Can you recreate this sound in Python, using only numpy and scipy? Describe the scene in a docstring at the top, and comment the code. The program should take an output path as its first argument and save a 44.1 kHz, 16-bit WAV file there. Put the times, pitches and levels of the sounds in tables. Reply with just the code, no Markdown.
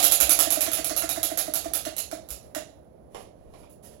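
"""Prize wheel coasting to rest

In a small, hard room each peg strikes a plastic flapper, which bounces once, bends, slips off with a tick and twangs.
Contacts are shaped noise bursts with reverberation; the twang is two damped sines with wall echoes. Strikes weaken
as the wheel slows, while the twang, after softer first ones, stays about as strong: the bend is always the same.
Bearing and air rumble are filtered noise; soft low thumps, a dull knock and faint handling complete the scene.
The left of the two microphones is muffled."""
import sys
import numpy as np
from scipy import signal
from scipy.fft import rfft, irfft, next_fast_len
from scipy.io import wavfile

SR = 44100
rng = np.random.default_rng(int(sys.argv[2]) if len(sys.argv) > 2 else 0)


def waveform_to_disk(signal):
    """Save audio, clipped to [-1, 1], as 16-bit WAV at the path in sys.argv[1]."""
    frames = np.transpose(np.atleast_2d(signal))
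    scaled = np.clip(frames, -1, 1) * 32767
    samples = np.round(scaled).astype(np.int16)
    wavfile.write(sys.argv[1], SR, samples)


N = 176400

# Levels of events and spectra are relative: room, spectrum and microphones still act on them.
# Flapper meeting each peg: strike [t/s, level/dB], bounce [delay/s, level/dB]
PEG_STRIKES = [(-.055, -5.5, 0.013, -19), (0.028, -14, .014, -11), (.1135, -17, 0.0075, -12),
               (0.2019, -13.5, 0.0079, -13.5), (.2935, -12.5, .014, -12.5), (.3895, -13, 0.013, -14.5),
               (.504, -16.5, 0.018, -19), (.607, -17.5, 0.0095, -18.5), (0.7164, -23, 0.016, -18.5),
               (0.844, -20, 0.017, -29), (.964, -21, 0.012, -22), (1.091, -20, .014, -25.5),
               (1.230, -17.5, 0.012, -44), (1.3738, -20.5, 0.014, -20.5), (1.537, -21.5, 0.017, -20.5),
               (1.735, -20.5, .015, -23), (1.965, -29.5, .0165, -22.5), (2.288, -38, 0.016, -29.5)]
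# Flapper slipping off each peg [t/s, tick level/dB, twang level/dB]
PEG_RELEASES = [(.012, -55, -10), (.098, -31, -14), (.189, -34, -14), (.272, -30, -5.5), (.365, -33, -12),
                (.456, -27, -3.5), (.557, -30, -3), (.664, -24.5, -5), (.774, -23.5, -6), (.895, -24.5, -5),
                (1.021, -23.5, -5.5), (1.160, -26.5, -4.5), (1.302, -29, -4), (1.466, -33.5, -5.5),
                (1.643, -30, -4.5), (1.851, -25.5, -5), (2.113, -30, -5.5), (2.548, -24.5, -5)]
# Dull knocks as the wheel settles [t/s, level/dB]
SETTLING_KNOCKS = [(3.1465, -34.5), (3.251, -56), (3.537, -47), (3.633, -50.5)]
# Bending modes of the flapper before detuning [f/Hz, level/dB, attack/s, hold/s, t60/s]
FLAPPER_MODES = [(625.2, -20, .004, 0.0038, 0.058), (301, -26, 0.011, 0.0033, 0.038)]
# Drive of each mode by a strike, relative to the strike [mode 1 level/dB, mode 2 level/dB]
STRIKE_DRIVE_DB = (-3, 5)
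# Wall echoes of the twang [delay/s, level/dB]
WALL_ECHOES = [(.038, -14.5), (.060, -13.5)]
# Light brushes of a hand [t/s, level/dB, attack/s, hold/s, t60/s, treble tilt/(dB per octave)]
HAND_BRUSHES = [(2.40, -65, 0.011, .03, .1, 3), (3.09, -66, 0.034, .02, .1, 1),
                (3.175, -57.5, .01, .02, .1, 3), (3.334, -76, 0.054, .08, .3, -2),
                (3.471, -67.5, 0.061, .07, 0.25, 0.5), (3.575, -63, .01, 0.0085, .1, 3),
                (3.694, -62.5, 0.0031, 0.0066, 0.06, 10.5), (3.823, -52.5, 0.014, 0.015, 0.069, 5.5),
                (3.904, -60, 0.0056, 0.016, 0.1, 2.5)]
# Soft low thumps [t/s, level/dB]
LOW_THUMPS = [(0.227, -34.5), (1.069, -43), (1.673, -42), (2.303, -37)]
# Spectra of strike, tick, knock and hand brush [f/Hz, level/dB]
STRIKE_SPECTRUM = [(100, -22.5), (300, -24), (700, 2.5), (950, -10), (1300, -1.5), (1900, -7.5), (2600, -2),
                   (3100, -4), (3800, 1), (5000, -3), (7000, 2.5), (10400, -5), (11600, 3.5), (15500, -7.5)]
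TICK_SPECTRUM = [(200, -10.5), (1000, 1), (1400, 4), (1800, 4.5), (2050, 6), (2400, -2.5), (3500, -0.5),
                 (5000, -1), (6100, 1.5), (7700, 2.5), (10400, -8.5), (15500, -9.5)]
KNOCK_SPECTRUM = [(150, 0), (450, 11.5), (720, 12), (1050, 17), (1500, 0.5), (2200, 5.5), (2700, 2),
                  (3600, -0.5), (7000, -5.5), (10400, -13.5), (15500, -29)]
BRUSH_SPECTRUM = [(300, 26), (1500, 7), (4000, 0), (8000, -0.5), (15500, -12.5)]
# Spectra of ventilation and of the turning wheel's rumble [f/Hz, level/dB]
AIR_SPECTRUM = [(20, -52), (40, -24), (58, 3), (85, -0.5), (135, 1.5), (280, -4), (600, -2), (850, -12),
                (1200, -18), (2500, -33.5), (6000, -38.5), (15500, -46.5)]
AXLE_SPECTRUM = [(20, -47.5), (40, -13.5), (60, 6), (100, -1.5), (145, 1), (220, -10.5), (500, -1),
                 (1000, -11.5), (4000, -33.5)]
# Reverberation time of the room [f/Hz, t60/s]
REVERBERATION = [(300, .45), (1500, 0.27), (4000, 0.39), (8000, 0.29), (14000, 0.17)]
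# Difference between the microphones in a diffuse field [f/Hz, side level/dB]
SIDE_LEVELS = [(60, 2), (130, -12.5), (300, -19), (650, 2), (1200, 0.5)]
# Microphone responses [f/Hz, left level/dB, right level/dB]
MIC_RESPONSES = [(59.5, 2.5, -1.5), (162, -5, 0.5), (324, -0.5, 1.5), (590, -10, 3.5), (1000, -15, -4),
                 (2000, -15, -1.5), (3220, -15.5, -2), (4400, -31.5, -2.5), (6700, -23, -1.5),
                 (7050, -27, -1.5), (9140, -43.5, -7), (9360, -23, 1.5), (10440, -16.5, 15.5),
                 (11180, -29.5, 7.5), (13000, -32, 1), (15500, -31, 4)]

LEAD_S = 0.2  # lead-in for what is already ringing
CLICK_ATTACK_S, CLICK_HOLD_S, CLICK_T60_S = 0.00014, 0.0018, 0.019
CLICK_PATCHY_DB, CHATTER_GRAIN = 1.5, 0.3  # chance spectral peaks; unevenness of the chatter (nepers)
RING_SHARE = 0.6  # energy share of reverberation that keeps the contact's ring; the rest is a plain crack
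DIRECT_DB = 2  # sound straight from the flapper
ROOM_DB, TWANG_ROOM_DB = 7.5, -8.5  # reverberation of contacts and hands; of the twang
ROOM_BUILD_S, ROOM_GRAIN = 0.008, 0.25  # build-up time; unevenness of the reflections (nepers)
TWANG_LAG_S = 0.012
TWANG_SHARP, TWANG_SETTLE_S = 0.15, 0.0061  # initial fractional sharpness and its time constant
TWANG_DETUNE = 0.018  # fractional scatter of pitch from pluck to pluck
THUMP_HZ, THUMP_ATTACK_S, THUMP_T60_S = 60, 0.018, 0.16
AIR_DB, AIR_SPREAD, HUM_HZ, HUM_DB = -32.5, 0.8, 65.3, -63
AXLE_DB, STOPS_S = -27.5, 2.9
LEFT_LAG_S, TOP_HZ = 0.00017, 15900


def undb(db):
    """Amplitude gain is ten to the power of level over twenty."""
    return 10 ** (np.asarray(db) / 20)


def curve(points, hz):
    """Interpolation on a logarithmic frequency axis."""
    p = np.array(points, float)
    return np.interp(np.log(hz + 1), np.log(p[:, 0]), p[:, 1])


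def colour(x, points, tilt_db=0, patchy_db=0):
    """Minimum-phase filtering: folding the cepstrum turns a magnitude response into a causal filter."""
    size = next_fast_len(x.shape[-1] // 2 + 2048) * 2
    hz = np.arange(size // 2 + 1) * SR / size
    peaks = np.interp(hz, np.linspace(0, SR / 2, 48), rng.standard_normal(48))
    tilt = tilt_db * np.log2((hz + 500) / 5000)
    db = curve(points, hz) + tilt + patchy_db * peaks
    cepstrum = irfft(np.log(undb(db)))
    cepstrum[1:size // 2] *= 2
    cepstrum[size // 2 + 1:] = 0
    response = np.exp(rfft(cepstrum))
    return irfft(rfft(x, size) * response)[..., :x.shape[-1]]


def seconds(length):
    """Uniform sampling of time."""
    return np.arange(int(length * SR)) / SR


def envelope(t, attack, hold, t60):
    """Exponential damping, by 60 dB in t60, after a linear attack and a hold."""
    decay = np.exp(-np.log(1000) * np.maximum(t - attack - hold, 0) / t60)
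    return np.clip(t / attack, 0, 1) * decay


def track():
    """Stereo silence, including the lead-in."""
    return np.zeros((2, N + int(LEAD_S * SR)))


def add(out, at, x):
    """Linear superposition of a sound at a given time."""
    i = max(int((at + LEAD_S) * SR), 0)
    out[:, i:i + x.shape[-1]] += x[..., :out.shape[1] - i]


def diffuse(size, grain=0, spread=1):
    """Diffuse field: noise from all directions, split into common and opposed parts at two microphones."""
    # A new chance level every 40 samples makes the noise grainy.
    flicker = np.repeat(rng.standard_normal(size // 40 + 1), 40)[:size]
    mid, side = rng.standard_normal((2, size)) * np.exp(grain * flicker)
    hz = np.arange(size // 2 + 1) * SR / size
    side = spread * irfft(rfft(side) * undb(curve(SIDE_LEVELS, hz)), size)
    return np.array([mid + side, mid - side]) / np.sqrt(2)


def room():
    """Reverberation: dense reflections build up quickly, then decay per band, fastest at the very top."""
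    t = seconds(0.4)
    hz = np.arange(len(t) // 2 + 1) * SR / len(t)
    spectrum = rfft(diffuse(len(t), ROOM_GRAIN))
    tail = 0
    for band_hz, t60 in REVERBERATION:
        share = curve([(f, f == band_hz) for f, _ in REVERBERATION], hz)
        band = irfft(spectrum * share, len(t))
        tail = tail + band * envelope(t, ROOM_BUILD_S, 0, t60)
    return tail / np.sqrt(np.sum(tail ** 2) / 2)


def ventilation():
    """Broadband flow noise: a steady rumble of air, with a faint pure hum."""
    size = track().shape[1]
    hum = undb(HUM_DB) * np.sin(2 * np.pi * HUM_HZ * np.arange(size) / SR)
    return undb(AIR_DB) * colour(diffuse(size, spread=AIR_SPREAD), AIR_SPECTRUM) + hum


def axle():
    """Bearing friction noise: its power falls in proportion to the wheel's speed."""
    t = np.arange(track().shape[1]) / SR - LEAD_S
    speed = np.clip(1 - t / STOPS_S, 0, None)
    return undb(AXLE_DB) * np.sqrt(speed) * colour(diffuse(len(t)), AXLE_SPECTRUM)


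def click(db, points, walls):
    """Impact excitation: hard plastic chatters for milliseconds and the room answers; no two ring quite alike."""
    t = seconds(0.02)
    shape = envelope(t, CLICK_ATTACK_S, CLICK_HOLD_S, CLICK_T60_S)
    grain = np.exp(CHATTER_GRAIN * rng.standard_normal(len(t)))
    chatter = rng.standard_normal(len(t)) * grain * shape
    chatter = chatter / np.linalg.norm(chatter)
    ring = signal.fftconvolve(walls[0], chatter[None], axes=1)[:, :walls[0].shape[1]]
    crack = walls[1]
    share = np.clip(RING_SHARE, 0, 1)
    sound = undb(ROOM_DB) * (np.sqrt(share) * ring + np.sqrt(1 - share) * crack)
    sound[:, :len(t)] += undb(DIRECT_DB) * chatter
    return undb(db) * np.linalg.norm(shape) * colour(sound, points, patchy_db=CLICK_PATCHY_DB)


def flapper_clicks(walls):
    """Successive impacts: strike and bounce on each peg, a tick on leaving it, and the last dull knocks."""
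    out = track()
    for at, db, lag, bounce_db in PEG_STRIKES:
        add(out, at, click(db, STRIKE_SPECTRUM, walls))
        add(out, at + lag, click(bounce_db, STRIKE_SPECTRUM, walls))
    for at, tick_db, _ in PEG_RELEASES:
        add(out, at, click(tick_db, TICK_SPECTRUM, walls))
    for at, db in SETTLING_KNOCKS:
        add(out, at, click(db, KNOCK_SPECTRUM, walls))
    return out


def flapper_twang():
    """Free vibration: freed or struck, the flapper rings in two modes that start sharp; the walls repeat it."""
    out, t = track(), seconds(0.2)
    warped = t + TWANG_SHARP * TWANG_SETTLE_S * (1 - np.exp(-t / TWANG_SETTLE_S))
    plucks = [(at, db, (0, 0)) for at, _, db in PEG_RELEASES]
    plucks += [(at, db, STRIKE_DRIVE_DB) for at, db, _, _ in PEG_STRIKES]
    for at, db, drive in plucks:
        pitch = 1 + TWANG_DETUNE * rng.standard_normal()
        ring = np.zeros(len(t))
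        for (hz, mode_db, attack, hold, t60), drive_db in zip(FLAPPER_MODES, drive):
            mode = envelope(t, attack, hold, t60) * np.sin(2 * np.pi * hz * pitch * warped)
            ring += undb(mode_db + drive_db) * mode
        add(out, at + TWANG_LAG_S, undb(db) * ring)
        for lag, echo_db in WALL_ECHOES:
            add(out, at + TWANG_LAG_S + lag, undb(db + echo_db) * ring)
    return out


def thumps():
    """Damped oscillation: soft, deep bumps of a single low sine."""
    out, t = track(), seconds(0.4)
    bump = envelope(t, THUMP_ATTACK_S, 0, THUMP_T60_S) * np.sin(2 * np.pi * THUMP_HZ * t)
    for at, db in LOW_THUMPS:
        add(out, at, undb(db) * bump)
    return out


def handling():
    """Friction noise: short, faint rubs of a hand, as filtered noise bursts."""
    out, t = track(), seconds(0.3)
    for at, db, attack, hold, t60, tilt_db in HAND_BRUSHES:
        rub = rng.standard_normal(len(t)) * envelope(t, attack, hold, t60)
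        add(out, at, undb(db) * colour(rub, BRUSH_SPECTRUM, tilt_db=tilt_db))
    return out


def scene():
    """Superposition of direct sound, reverberation and background, with the lead-in cut off."""
    walls = (room(), room())
    hands, twang = handling(), flapper_twang()
    sent = undb(ROOM_DB) * hands + undb(TWANG_ROOM_DB) * twang
    wet = signal.fftconvolve(sent, walls[0], axes=1)[:, :hands.shape[1]]
    flapper = flapper_clicks(walls) + twang
    background = thumps() + axle() + ventilation()
    return (flapper + hands + wet + background)[:, -N:]


def record(dry):
    """Transducer response: the right port rings in the high treble, the left is muffled and lags; the top is cut."""
    heard = []
    for k in range(2):
        response = [(row[0], row[k + 1]) for row in MIC_RESPONSES]
        heard.append(colour(dry[k], response))
    heard = np.array(heard)
    heard[0] = np.roll(heard[0], int(LEFT_LAG_S * SR))
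    top_cut = signal.ellip(10, 0.2, 80, TOP_HZ, fs=SR, output="sos")
    return signal.sosfilt(top_cut, np.clip(heard, -1, 1))


dry = scene()
out = record(dry)
waveform_to_disk(out)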